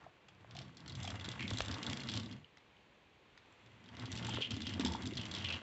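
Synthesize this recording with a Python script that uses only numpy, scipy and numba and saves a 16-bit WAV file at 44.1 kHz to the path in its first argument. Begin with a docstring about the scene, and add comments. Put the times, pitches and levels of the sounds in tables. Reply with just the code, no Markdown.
"""A hard plastic toy dog trundles over floorboards in two bursts, close to a phone in a quiet room.
Two small knocks open it; then the first burst builds up: rolling bumps ring the boards and the hollow shell,
loose shell parts rattle in short clusters, a part scrapes, the body knocks and thuds, a plate snaps.
After about 2.5 s it pauses, with only a few faint ticks and the room's hiss and hum.
From about 3.5 s the second burst builds up from the same sounds and runs to the end, with more scrapes."""
import sys
import numpy as np
from scipy import signal
from scipy.fft import rfft, irfft
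from scipy.io import wavfile
from scipy.ndimage import uniform_filter1d
from numba import njit

SR = 44100
rng = np.random.default_rng(int(sys.argv[2]) if len(sys.argv) > 2 else 0)


def to_wav(s):
    """Save 16-bit WAV."""
    ch = np.atleast_2d(s).T  # columns
    pcm = np.round(np.clip(ch, -1, 1) * 32767)  # PCM
    wavfile.write(sys.argv[1], SR, pcm.astype(np.int16))


N = 247840  # samples, about 5.6 s


def undb(db):
    """Decibels to gain."""
    return 10 ** (np.asarray(db) / 20)


def level(x, db):
    """Scale a sound to an average (rms) level in dB."""
    return x * undb(db) / np.sqrt(np.mean(x ** 2))


def read(tables, count):
    """Turn tables into smooth curves; the first count columns are dB levels, silent outside the tables."""
    t = np.arange(N) / SR
    start_s, *columns = np.transpose(np.vstack(tables))
    inside = sum((t >= rows[0][0]) & (t <= rows[-1][0]) for rows in tables)
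    gate = uniform_filter1d(1. * inside, size=160)  # soft edges
    curves = [np.interp(t, start_s, column) for column in columns]
    return [gate * undb(curve) if k < count else curve for k, curve in enumerate(curves)]


@njit
def svf(x, hz, width):
    """State-variable band-pass filter: a resonance whose centre can move, gain 1 at the centre."""
    y, band, low = np.empty(len(x)), 0., 0.
    for i in range(len(x)):
        g, k = np.tan(np.pi * hz[i] / SR), width / hz[i]
        v = (band + g * (x[i] - low)) / (1 + g * (g + k))
        band, low, y[i] = 2 * v - band, low + 2 * g * v, k * v
    return y


def ring(x, modes, steep=False):
    """Ring several resonances at their own levels; steep adds a second, wider pass to each."""
    out = 0
    for k, (hz, width, db) in enumerate(modes):
        centre = np.full(len(x), 1. * hz)
        y = svf(x, centre, 1. * width)
        if steep:
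            y = svf(y, centre, 5.07 * width)
        sign = (-1) ** k  # neighbours have opposite polarity
        out = out + sign * undb(db) * y / np.sqrt(width)
    return out


def walk(rate):
    """A smooth random wander: a new draw every 1 / rate s, averaged twice; spread near 1."""
    k = int(SR / rate)
    steps = np.repeat(rng.standard_normal(N // k + 1), k)
    return 1.6 * uniform_filter1d(uniform_filter1d(steps, k), k)[:N]


def bumps(rate, spread_db):
    """Random tiny impacts of uneven size, about rate of them per second."""
    hit = rng.random(N) < rate / SR
    size = undb(spread_db * rng.exponential(size=N))
    return hit * rng.standard_normal(N) * size + 1e-18  # the tiny offset keeps the filters fast


def add(out, s, sound, db):
    """Mix a sound in at its time and peak level."""
    i = int(s * SR)
    out[i:i + len(sound)] += (sound * undb(db) / np.abs(sound).max())[:N - i]


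# How strongly the toy rolls, one table per burst; each layer also has a fixed trim:
# start_s, low_boards_db, upper_boards_db, shell_drone_db
ROLL = [
    [(0.0, -88, -93, -69), (0.04, -63.5, -68.5, -62.5), (0.16, -86, -79.5, -77.5), (0.59, -53.5, -60, -63),
     (0.79, -66, -62, -69), (0.93, -49, -55.5, -61), (1.16, -48, -50.5, -52), (1.18, -52, -58, -60.5),
     (1.3, -51.5, -54.5, -56.5), (1.37, -53, -59, -56), (1.41, -50.5, -51.5, -56),
     (1.54, -46.5, -49, -56.5), (1.64, -53, -56.5, -56.5), (1.66, -49, -54, -55), (1.7, -46, -48, -52),
     (1.84, -58, -51, -54), (1.9, -45, -45.5, -52), (1.99, -56.5, -50.5, -55), (2.19, -43.5, -45, -54),
     (2.2, -50, -51.5, -58), (2.3, -56.5, -50.5, -63), (2.35, -49, -51, -64), (2.5, -82.5, -90, -84),
     (2.6, -90, -81, -77)],
    [(3.5, -80, -81, -80), (3.6, -92, -84, -86), (3.65, -65, -73, -76), (3.88, -66, -63.5, -70.5),
     (4.04, -49.5, -51.5, -54.5), (4.1, -59, -51.5, -60.5), (4.13, -46, -51, -59), (4.2, -49, -50, -54),
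     (4.38, -47.5, -48, -51.5), (4.45, -64, -61, -65), (4.53, -43, -49, -57.5), (4.61, -54, -50.5, -63),
     (4.77, -45, -45, -53.5), (4.8, -55, -42.5, -49), (4.87, -42.5, -39.5, -52), (5.02, -51.5, -50, -56),
     (5.07, -43.5, -42, -59.5), (5.12, -56, -50.5, -60), (5.19, -45.5, -50, -57), (5.23, -58, -51, -56.5),
     (5.35, -49, -50.5, -55), (5.52, -50.5, -54.5, -53.5), (5.54, -42.5, -49, -52.5), (5.62, -69, -62, -56)],
]
# The board pitches nearest the toy as it moves, one table per burst: start_s, low_pitch_hz, upper_pitch_hz
BOARD_PITCHES = [
    [(0.3, 136, 183), (0.45, 121.1, 177), (0.92, 135.3, 179), (1.22, 104.1, 185), (1.33, 136, 185),
     (1.51, 108.7, 183), (1.57, 112, 262), (2.05, 126, 219), (2.11, 103, 221), (2.27, 112, 248),
     (2.45, 137, 175)],
    [(3.65, 115, 228), (3.704, 126.6, 203), (4.006, 106, 238), (4.334, 110.2, 199), (4.438, 127, 234),
     (4.538, 96.6, 232), (4.696, 109.2, 236), (4.838, 82.2, 210), (5.036, 114.9, 211), (5.404, 82.1, 197),
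     (5.62, 109.5, 243)],
]
# Resonances of the boards and the hollow shell: pitch_hz, width_hz (of one pass), level_db (before width scaling)
LOW_BOARDS = [(86.4, 19.6, 4), (101.3, 24, 4), (132.3, 45.5, 3)]
UPPER_BOARDS = [(187.4, 37, 0.094), (256.8, 20, -0.37), (317.7, 48, 0.71)]
SHELL = [(428, 203, -2), (752, 140, -5), (874.5, 54, -3.5), (1140, 130, -2.5), (1310, 210, -0.5),
         (1760, 840, 1)]


def rolling():
    """The wood grain jolts the toy; the jolts ring the boards and drone in the hollow shell."""
    low, upper, shell = read(ROLL, count=3)
    low_hz, upper_hz = read(BOARD_PITCHES, count=0)
    jolts = bumps(rate=1200, spread_db=1.7)
    boards = low * level(ring(jolts, LOW_BOARDS, steep=True), -1.7)
    boards += low * level(hum(low_hz, waver=0.0835, rate=30, flutter_db=0.5), -0.85)
    boards += upper * level(ring(jolts, UPPER_BOARDS, steep=True), -3.0)
    boards += upper * level(hum(upper_hz, waver=0.0819, rate=60, flutter_db=-1.0), -3.5)
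    drone = ring(jolts, SHELL) * undb(0.78 * walk(37))
    return boards + shell * level(drone, 0.095)


def hum(hz, waver, rate, flutter_db):
    """The board mode that rings strongest under the toy: a tone that wavers in pitch and strength."""
    strength = undb(flutter_db * walk(rate))
    wavering_hz = hz * (1 + waver * walk(rate))
    return strength * np.sin(2 * np.pi * np.cumsum(wavering_hz) / SR)


# Rattles of loose shell parts; fixed trims shift each layer's level:
# start_s, level_db, main_pitch_hz, treble_db (relative to level), low_ring_db (relative to level), length_ms
RATTLES = [(0.2839, -50, 2680, -14, -4.5, 4.4), (0.348, -58, 2560, -27, -8, 4.4),
           (0.4075, -60.5, 3340, -19, -4, 4.4), (0.509, -45.5, 3300, -25, -16, 4.8),
           (0.5501, -45, 3400, -22, -11, 4), (0.5658, -37.5, 3300, -20, -18, 4.4),
           (0.5879, -35, 3330, -15, -15, 4.4), (0.6154, -44, 3350, -18, -9, 5.1),
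           (0.7692, -44, 4250, -8, -19, 4.4), (0.8031, -47, 4100, -19, -20, 4.4),
           (0.8598, -43, 3320, -22, -17, 4.4), (0.8777, -39, 4200, -9.5, -13, 5),
           (0.8952, -38.5, 3850, -19, -18, 4.4), (0.9208, -40, 4190, -21.5, -16, 4),
           (0.9518, -35.5, 3360, -13, -22, 4.4), (1.0011, -40.5, 3350, -12, -16, 4.4),
           (1.0296, -36.5, 3400, -8.5, -15, 4.2), (1.0407, -40, 4950, -9, -11, 4.4),
           (1.05, -36.5, 3500, -20, -12, 3.9), (1.075, -33, 2780, -14, -15, 4.4),
           (1.1027, -32.5, 3470, -16, -16.5, 4.4), (1.1967, -40.5, 3340, -20, -9, 4),
           (1.2087, -39, 3570, -18, -17, 4.4), (1.2426, -40, 2808, -16, -16, 4.4),
           (1.2497, -35.5, 4050, -18, -16, 4.4), (1.287, -32.5, 3600, -9.5, -14, 5),
           (1.3149, -36, 3340, -15, -15, 4.4), (1.3937, -40.5, 2820, -24, -5.5, 5.2),
           (1.4056, -33.5, 2560, -22, -10.5, 4.7), (1.4255, -31.5, 2720, -21, -13, 4),
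           (1.478, -29, 3440, -25.5, -22, 4.4), (1.504, -30.5, 3400, -8.5, -18, 3.9),
           (1.534, -33.5, 3350, -11, -20, 4), (1.5713, -30, 3790, -18, -21, 4.3),
           (1.5843, -30, 3410, -8, -17, 3.9), (1.6044, -29, 3360, -20, -3, 4.4),
           (1.6182, -32.5, 3400, -14, -21.5, 4.4), (1.6477, -38, 3360, -11, -14, 4.4),
           (1.6583, -34, 3354, -14, -16.5, 4.4), (1.6818, -34, 3350, -15, -18, 4.7),
           (1.7127, -31.5, 3380, -16, -15, 4.1), (1.7237, -37, 2500, -17, -14, 4.4),
           (1.7413, -31.5, 3350, -28, -17, 5), (1.8283, -31.5, 3330, -16, -17.5, 4.8),
           (1.8648, -27, 3730, -16, -28, 4.4), (1.8981, -30, 3300, -13.5, -18, 3.7),
           (1.931, -32.5, 4560, -8, -4, 3.6), (1.971, -32, 3340, -16, -21, 4.8),
           (2.0021, -35.5, 4240, -24.5, -19, 4.4), (2.0722, -39, 3744, -25, -13.5, 3.7),
           (2.087, -30.5, 3720, -27, -11, 4.4), (2.0957, -32, 4230, -21, -20, 4.4),
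           (2.1164, -34.5, 3360, -14, -16, 4.4), (2.1373, -30.5, 3368, -20, -17, 4.4),
           (2.1536, -35, 3750, -14, -18, 4.4), (2.1642, -34, 3380, -16, -21, 3.4),
           (2.173, -28, 3350, -14, -21, 4.4), (2.1974, -34, 3340, -12, -20, 4.5),
           (2.2321, -42.5, 3630, -27, -15, 4.9), (2.2594, -40, 3660, -30, -18, 4.9),
           (2.2832, -60, 3310, -18, -9, 4.3), (2.3114, -40, 3150, -29, -20, 4.2),
           (2.3254, -44.5, 4390, -17, -10, 4.4), (2.5713, -57, 4660, -31, 4, 4.4),
           (2.581, -53.5, 3980, -28, -17, 4.4), (3.3755, -49.5, 3890, -32, 0, 4.4),
           (3.523, -59, 2500, -5, -6, 4.4), (3.6607, -50, 3490, -25, -17, 4.4),
           (3.8587, -51, 3750, -28, -13, 4.4), (3.8876, -47.5, 3060, -33, -11, 4.4),
           (3.9679, -45, 3710, -27, -4.5, 4.1), (3.9945, -35.5, 3710, -19.5, -18, 4.8),
           (4.0226, -43, 2800, -18, -4.5, 4.4), (4.0553, -38, 3280, -18, -10, 4.8),
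           (4.1162, -34, 3260, -6, -23, 4.4), (4.1254, -35, 3300, -14, -17, 4.4),
           (4.1526, -36, 2690, -11, -22, 4.7), (4.1614, -39.5, 4418, -14, -18, 4.8),
           (4.1741, -33, 3330, -15, -25, 5), (4.1844, -36, 3330, -17, -17, 4.4),
           (4.2462, -32.5, 3340, -11.5, -11, 4.43), (4.2669, -35, 3197, -9, -5, 4.4),
           (4.2923, -31.5, 3210, -10, -12, 4.4), (4.335, -35, 3110, -28, -13, 4.4),
           (4.3443, -37, 3300, -10, -4, 5.5), (4.362, -42, 2870, -34, -11, 4.4),
           (4.4064, -37.5, 3110, -28, -14, 4.4), (4.413, -37, 3050, -21, -9, 4.4),
           (4.5064, -30, 3130, -19.5, -26.5, 4.1), (4.5164, -30.5, 3040, -18, -13, 4.4),
           (4.5406, -37, 2970, -17, -18, 4.1), (4.565, -37, 3560, -11, -24, 4.4),
           (4.6177, -33, 3550, -15, -20, 5.1), (4.6539, -41, 3140, -16, -11, 4.4),
           (4.6677, -28.5, 3190, -29, -15, 4.6), (4.6923, -34.5, 3180, -22, -15, 4.8),
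           (4.7363, -32.5, 3170, -18, -16, 5.2), (4.7958, -30, 3440, -11, -12.5, 3.9),
           (4.8082, -30.5, 3182, -18.5, -7.5, 4.1), (4.8484, -24.5, 3390, -12, -15, 5.4),
           (4.8606, -28.5, 4900, -25, -13, 4.4), (4.8691, -31, 3330, -15, -15, 4.37),
           (4.8807, -35.5, 3450, -15, -20, 3.9), (4.9197, -34.5, 4207, -12, -16, 4.54),
           (4.9352, -36.5, 3430, -15, -5, 4.4), (4.9534, -39, 3610, -17, -12, 4),
           (5.0205, -38.5, 3470, -13, -12, 4.4), (5.0324, -40, 3180, -16, -12, 4.4),
           (5.0552, -35, 3580, -18, -13, 4.45), (5.0634, -39.5, 3300, -6, -16, 4.4),
           (5.0718, -34.5, 4650, -11, -24, 5.8), (5.1343, -39.5, 3260, -20, -20, 4.4),
           (5.1528, -42, 4740, -13, -15, 4.4), (5.17, -28.5, 4090, -13.5, -24, 4.4),
           (5.1798, -34, 3300, -23, -15, 4.37), (5.2133, -33, 3160, -19, -15, 3.6),
           (5.254, -35, 3260, -15, -15, 3.9), (5.2644, -39, 2740, -18, -12, 4.45),
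           (5.283, -45, 2750, -9, -10, 4), (5.3127, -33, 4030, -14, -19, 4.6),
           (5.338, -34, 3599, -17, -19, 4.9), (5.3487, -30.5, 3580, -18, -19.5, 4.1),
           (5.3641, -34, 3233, -18, -16, 4.4), (5.3834, -36, 3340, -19, -14, 4.45),
           (5.401, -40, 3140, -19, -13, 4.4), (5.4227, -38, 3120, -28, -18, 4.4),
           (5.444, -28.5, 2810, -26, -17, 4.5), (5.4864, -32, 3370, -28, -18, 4.3),
           (5.5026, -28.5, 2800, -28, -18, 5.4), (5.524, -28.5, 2860, -42, -20, 4.4),
           (5.543, -39, 3080, -25, -10, 5.1)]
# Resonances of the rattling parts: pitch_hz, width_hz (of one pass), level_db (before width scaling)
RATTLE_BODY = [(3316, 138, 0.5), (3690, 2620, -1), (5260, 2700, -3)]
RATTLE_TREBLE = [(6000, 900, -3), (7450, 450, 0)]


def rattles():
    """Each rattle is a few milliseconds of quick contacts that ring the shell parts, then sparse rebounds."""
    out, t = np.zeros(N), np.arange(2400) / SR
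    for s, db, hz, treble_db, low_db, ms in RATTLES + small_rattles():
        chance = rng.standard_normal((4, len(t)))
        length = ms / 1000
        swell = np.minimum(t / (0.088 * length), 1) * np.exp(-1.6 * (t / length) ** 2)
        # rebounds: only the rare strong draws touch, ever more weakly
        rebounds = (chance[3] > 1.9) * np.minimum(t / length, 1) * np.exp(-t / .011)
        main_modes = [(hz, 500, 1.5)] + RATTLE_BODY
        main = ring((swell + 2.73 * rebounds) * chance[0], main_modes, steep=True)
        treble = ring((swell + rebounds) * chance[1], RATTLE_TREBLE, steep=True)
        low = ring(swell * chance[2], [(1670, 1300, 0)], steep=True)
        add(out, s, main, db - 2.5)
        add(out, s, treble, db + treble_db + 1.5)
        add(out, s, low, db + low_db + 4)
    return out


# How hard the loose parts shake, one table per burst; fixed trims follow: start_s, chatter_db, treble_db
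SHAKE = [
    [(0.4, -76, -92), (0.85, -66.5, -83), (0.97, -57, -68), (1.1, -55.5, -69), (1.29, -53, -73),
     (1.55, -53, -62), (1.79, -55.5, -66.5), (1.92, -51, -64), (2.05, -53.5, -68), (2.19, -59, -62),
     (2.33, -63, -81), (2.45, -79, -89)],
    [(3.4, -88, -90), (3.91, -64, -87), (4.02, -55, -79), (4.17, -55.5, -71.5), (4.34, -53, -71),
     (4.63, -56, -73), (4.72, -57, -72), (4.92, -55, -74), (5.25, -55.5, -71), (5.38, -47.5, -68),
     (5.51, -53.5, -70), (5.62, -58, -77)],
]


def small_rattles():
    """Rows for the lesser rattles: at random moments, with levels that follow how hard the toy shakes."""
    per_s, treble_db, low_db, length_ms = 9.1, -17, -8.5, 3.6
    shake = read(SHAKE, count=2)[0]
    rows = []
    for when, size, pitch in rng.random((int(per_s * N / SR), 3)):
        shake_db = 20 * np.log10(shake[int(when * N)] + 1e-9)
        db = shake_db + 5.5 + 12.0 * size
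        pitch_hz = 2562 + 1281 * pitch
        rows.append((when * N / SR, db, pitch_hz, treble_db, low_db, length_ms))
    return rows


def chatter():
    """Dense tiny contacts of loose parts ring modes shared with the rattles, plus two lower ones."""
    middle, treble = read(SHAKE, count=2)
    ticks = bumps(rate=1800, spread_db=2.0) * undb(2.4 * walk(90))
    body_modes = [(2038, 120, 2.6), (2830, 150, -0.45)] + RATTLE_BODY[:2]
    body = level(ring(ticks, body_modes), -4.1)
    bright = level(ring(ticks, RATTLE_BODY[2:] + RATTLE_TREBLE, steep=True), -3.0)
    return middle * body + treble * bright


# Scrapes of a part: start_s, length_ms, level_db (at the start, before a fixed trim), start_pitch_hz, end_pitch_hz
SCRAPES = [(1.39, 86, -40, 2170, 2230), (2.075, 160, -49.5, 2870, 3160), (4.245, 190, -43.5, 3090, 3060),
           (4.335, 55, -41, 3180, 3090), (4.405, 82, -37, 3170, 2770), (4.6, 190, -47, 2960, 3240),
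           (5.172, 94, -40, 3170, 2850), (5.335, 100, -44.5, 3250, 2990), (5.44, 97, -39, 2930, 2800),
           (5.521, 66, -34.5, 3020, 2760)]


def scraping():
    """Stick-slip friction throbs in a narrow resonance that glides through each scrape."""
    attack_s, release_s, sag_db = 0.006, 0.022, -9
    t = np.arange(N) / SR
    gain, hz = np.zeros(N), np.full(N, 3000.)
    for s, ms, db, start_hz, end_hz in SCRAPES:
        end = s + ms / 1000
        shape = np.clip(np.minimum((t - s) / attack_s, (end - t) / release_s), 0, 1)
        progress = np.clip((t - s) / (end - s), 0, 1)
        gain = gain + undb(db + sag_db * progress) * shape
        hz = np.where(shape > 0, np.interp(t, [s, end], [start_hz, end_hz]), hz)
    throb_db = 2.4 * walk(140) + 1.56 * walk(35)  # a fast and a slow wander
    slips = bumps(rate=2000, spread_db=0.0) * undb(throb_db)
    centre = hz * (1 + 0.031 * walk(70))
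    tone = svf(svf(slips, centre, 520.), centre, 1700.0)
    return gain * level(tone, -2.5)


def blows(table, partner, share):
    """A soft push swells and fades over a few cycles of one mode and a weaker partner above it."""
    out = np.zeros(N)
    for s, db, hz, cycles in table:
        turn = np.arange(int(4 * cycles * SR / hz)) * hz / SR  # cycles so far
        u = 3 * turn / cycles
        tone = np.sin(2 * np.pi * turn) + share * np.sin(2 * np.pi * partner * turn)
        add(out, s, u * np.exp(-u) * tone, db)
    return out


# Knocks on the shell: start_s, peak_db, pitch_hz, length_cycles (strongest a third of the way in)
KNOCKS = [(0.018, -55, 844, 5.1), (0.064, -43.5, 700, 4.5), (0.287, -59, 740, 3.2), (0.447, -51, 700, 1.8),
          (0.504, -50, 674, 1.3), (0.554, -47, 705, 5.6), (0.578, -49, 724, 4.5), (0.609, -48, 690, 2.7),
          (1.045, -39.5, 760, 4.7), (1.077, -39, 722, 4), (1.096, -47, 654, 2.8), (1.143, -43, 686, 3.7),
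          (1.605, -30, 606, 1.56), (1.765, -42, 1000, 3.5), (1.79, -40.5, 1100, 3.74),
          (4.21, -49.5, 820, 3.9), (4.285, -38, 868, 8.7), (4.407, -40.5, 445, 2.9), (4.834, -39, 963, 5),
          (4.858, -36, 894, 6.9), (4.885, -42, 900, 6.2), (4.913, -39.5, 893.5, 7.5),
          (4.949, -31, 908, 4.7)]


def knocks():
    """Blows on the shell ring one shell mode and a partner half again as high."""
    return blows(KNOCKS, partner=1.5, share=0.21)


# Thuds into the boards: start_s, peak_db, pitch_hz, length_cycles (strongest a third of the way in)
THUDS = [(0.023, -65, 155, 3.4), (1.283, -34, 219, 0.85), (1.448, -39, 180, 2.1), (1.606, -40, 58, 1.6),
         (2.174, -47.5, 226, 3.8), (4.385, -29.5, 367, 1.03), (4.505, -37.5, 225, 5.5),
         (4.796, -26, 270, 2.28), (4.81, -48, 188.9, 3.4), (4.847, -25.5, 234, 2.2),
         (5.123, -39.5, 345, 2.9)]


def thuds():
    """Blows into the boards ring one low board mode and a weaker partner above."""
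    return blows(THUDS, partner=1.416, share=0.24)


# Snaps that fall in pitch: start_s, peak_db, start_pitch_hz, end_pitch_hz, length_ms
SNAPS = [(0.4456, -50, 1870, 506, 3), (1.283, -43.5, 2000, 250, 7), (1.6051, -23, 4080, 860, 3.1),
         (2.445, -47, 3040, 2830, 4.1), (2.7678, -56, 3050, 2900, 5.5), (4.372, -35, 1547, 492, 4.4)]


def snaps():
    """A bent plate lets go; its treble arrives first, so the pitch falls."""
    out = np.zeros(N)
    for s, db, start_hz, end_hz, ms in SNAPS:
        samples = ms * SR / 1000
        u = np.arange(int(samples)) / samples  # 0 to 1 through the snap
        hz = start_hz * (end_hz / start_hz) ** u
        fade = np.minimum(u / 0.059, 1) * (1 - u) ** 1.1
        add(out, s, fade * np.sin(2 * np.pi * np.cumsum(hz) / SR), db)
    return out


@njit
def walls(x, lags, gain, damp):
    """Eight delay lines that feed each other, duller on every round."""
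    line, soft, out = np.zeros((8, 4096)), np.zeros(8), np.zeros(len(x))
    for i in range(len(x)):
        total = 0.
        for k in range(8):
            soft[k] += (1 - damp) * (gain[k] * line[k, (i - lags[k]) & 4095] - soft[k])
            total += soft[k]
        out[i] = total
        for k in range(8):
            line[k, i & 4095] = x[i] + soft[k] - total / 4
    return out


def room_echo(toy):
    """Sound bounces between the walls and loses strength and treble on each trip."""
    fade_s = 0.3  # time to fall 60 dB, before the treble damping
    lags = np.array([331, 487, 641, 809, 997, 1201, 1429, 1693])  # samples per trip
    gain = undb(-60 * lags / SR / fade_s)
    return undb(-20) * walls(toy + 1e-18, lags, gain, 0.11)


# Tone colour of the room's air; only the differences count: pitch_hz, level_db (per Hz)
ROOM_AIR = [(25, -31.5), (45, -6.5), (130, -6), (250, -9.5), (490, -9), (650, -13), (1000, -12),
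            (1400, -16), (2500, -13.5), (3400, -18), (4200, -23), (5200, -31.5), (7600, -34), (9000, -39.5)]


def room_air():
    """Steady distant hiss and hum of the house: noise shaped in tone, with a slight slow wander in level."""
    hz, db = np.transpose(ROOM_AIR)
    shape_db = np.interp(np.log(np.fft.rfftfreq(N, 1 / SR) + 1), np.log(hz), db)
    noise = irfft(rfft(rng.standard_normal(N)) * undb(shape_db), N)
    return level(noise * undb(0.81 * walk(3.304)), -66.5)


def scene():
    """The toy, its echo in the room and the room's own air; the rolling and chatter get no echo."""
    toy = scraping() + rattles() + knocks() + thuds() + snaps()
    mix = toy + chatter() + rolling() + room_echo(toy) + room_air()
    return mix[None]  # one channel


def record(dry):
    """The phone's microphone path drops deep bass and high treble; only a faint converter hiss lies above."""
    band_hz, top_hz, hiss_db = 9254, 15500, -100
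    soft = signal.sosfilt(signal.butter(8, 7900, fs=SR, output="sos"), dry)
    soft = signal.sosfilt(signal.butter(2, 50, "high", fs=SR, output="sos"), soft)
    band = signal.sosfilt(signal.cheby2(10, 50, band_hz, fs=SR, output="sos"), soft)
    hiss = level(rng.standard_normal(N), hiss_db)  # level before the last filter
    return signal.sosfilt(signal.ellip(8, .2, 60, top_hz, fs=SR, output="sos"), band + hiss)


dry = scene()
out = record(dry)
to_wav(out)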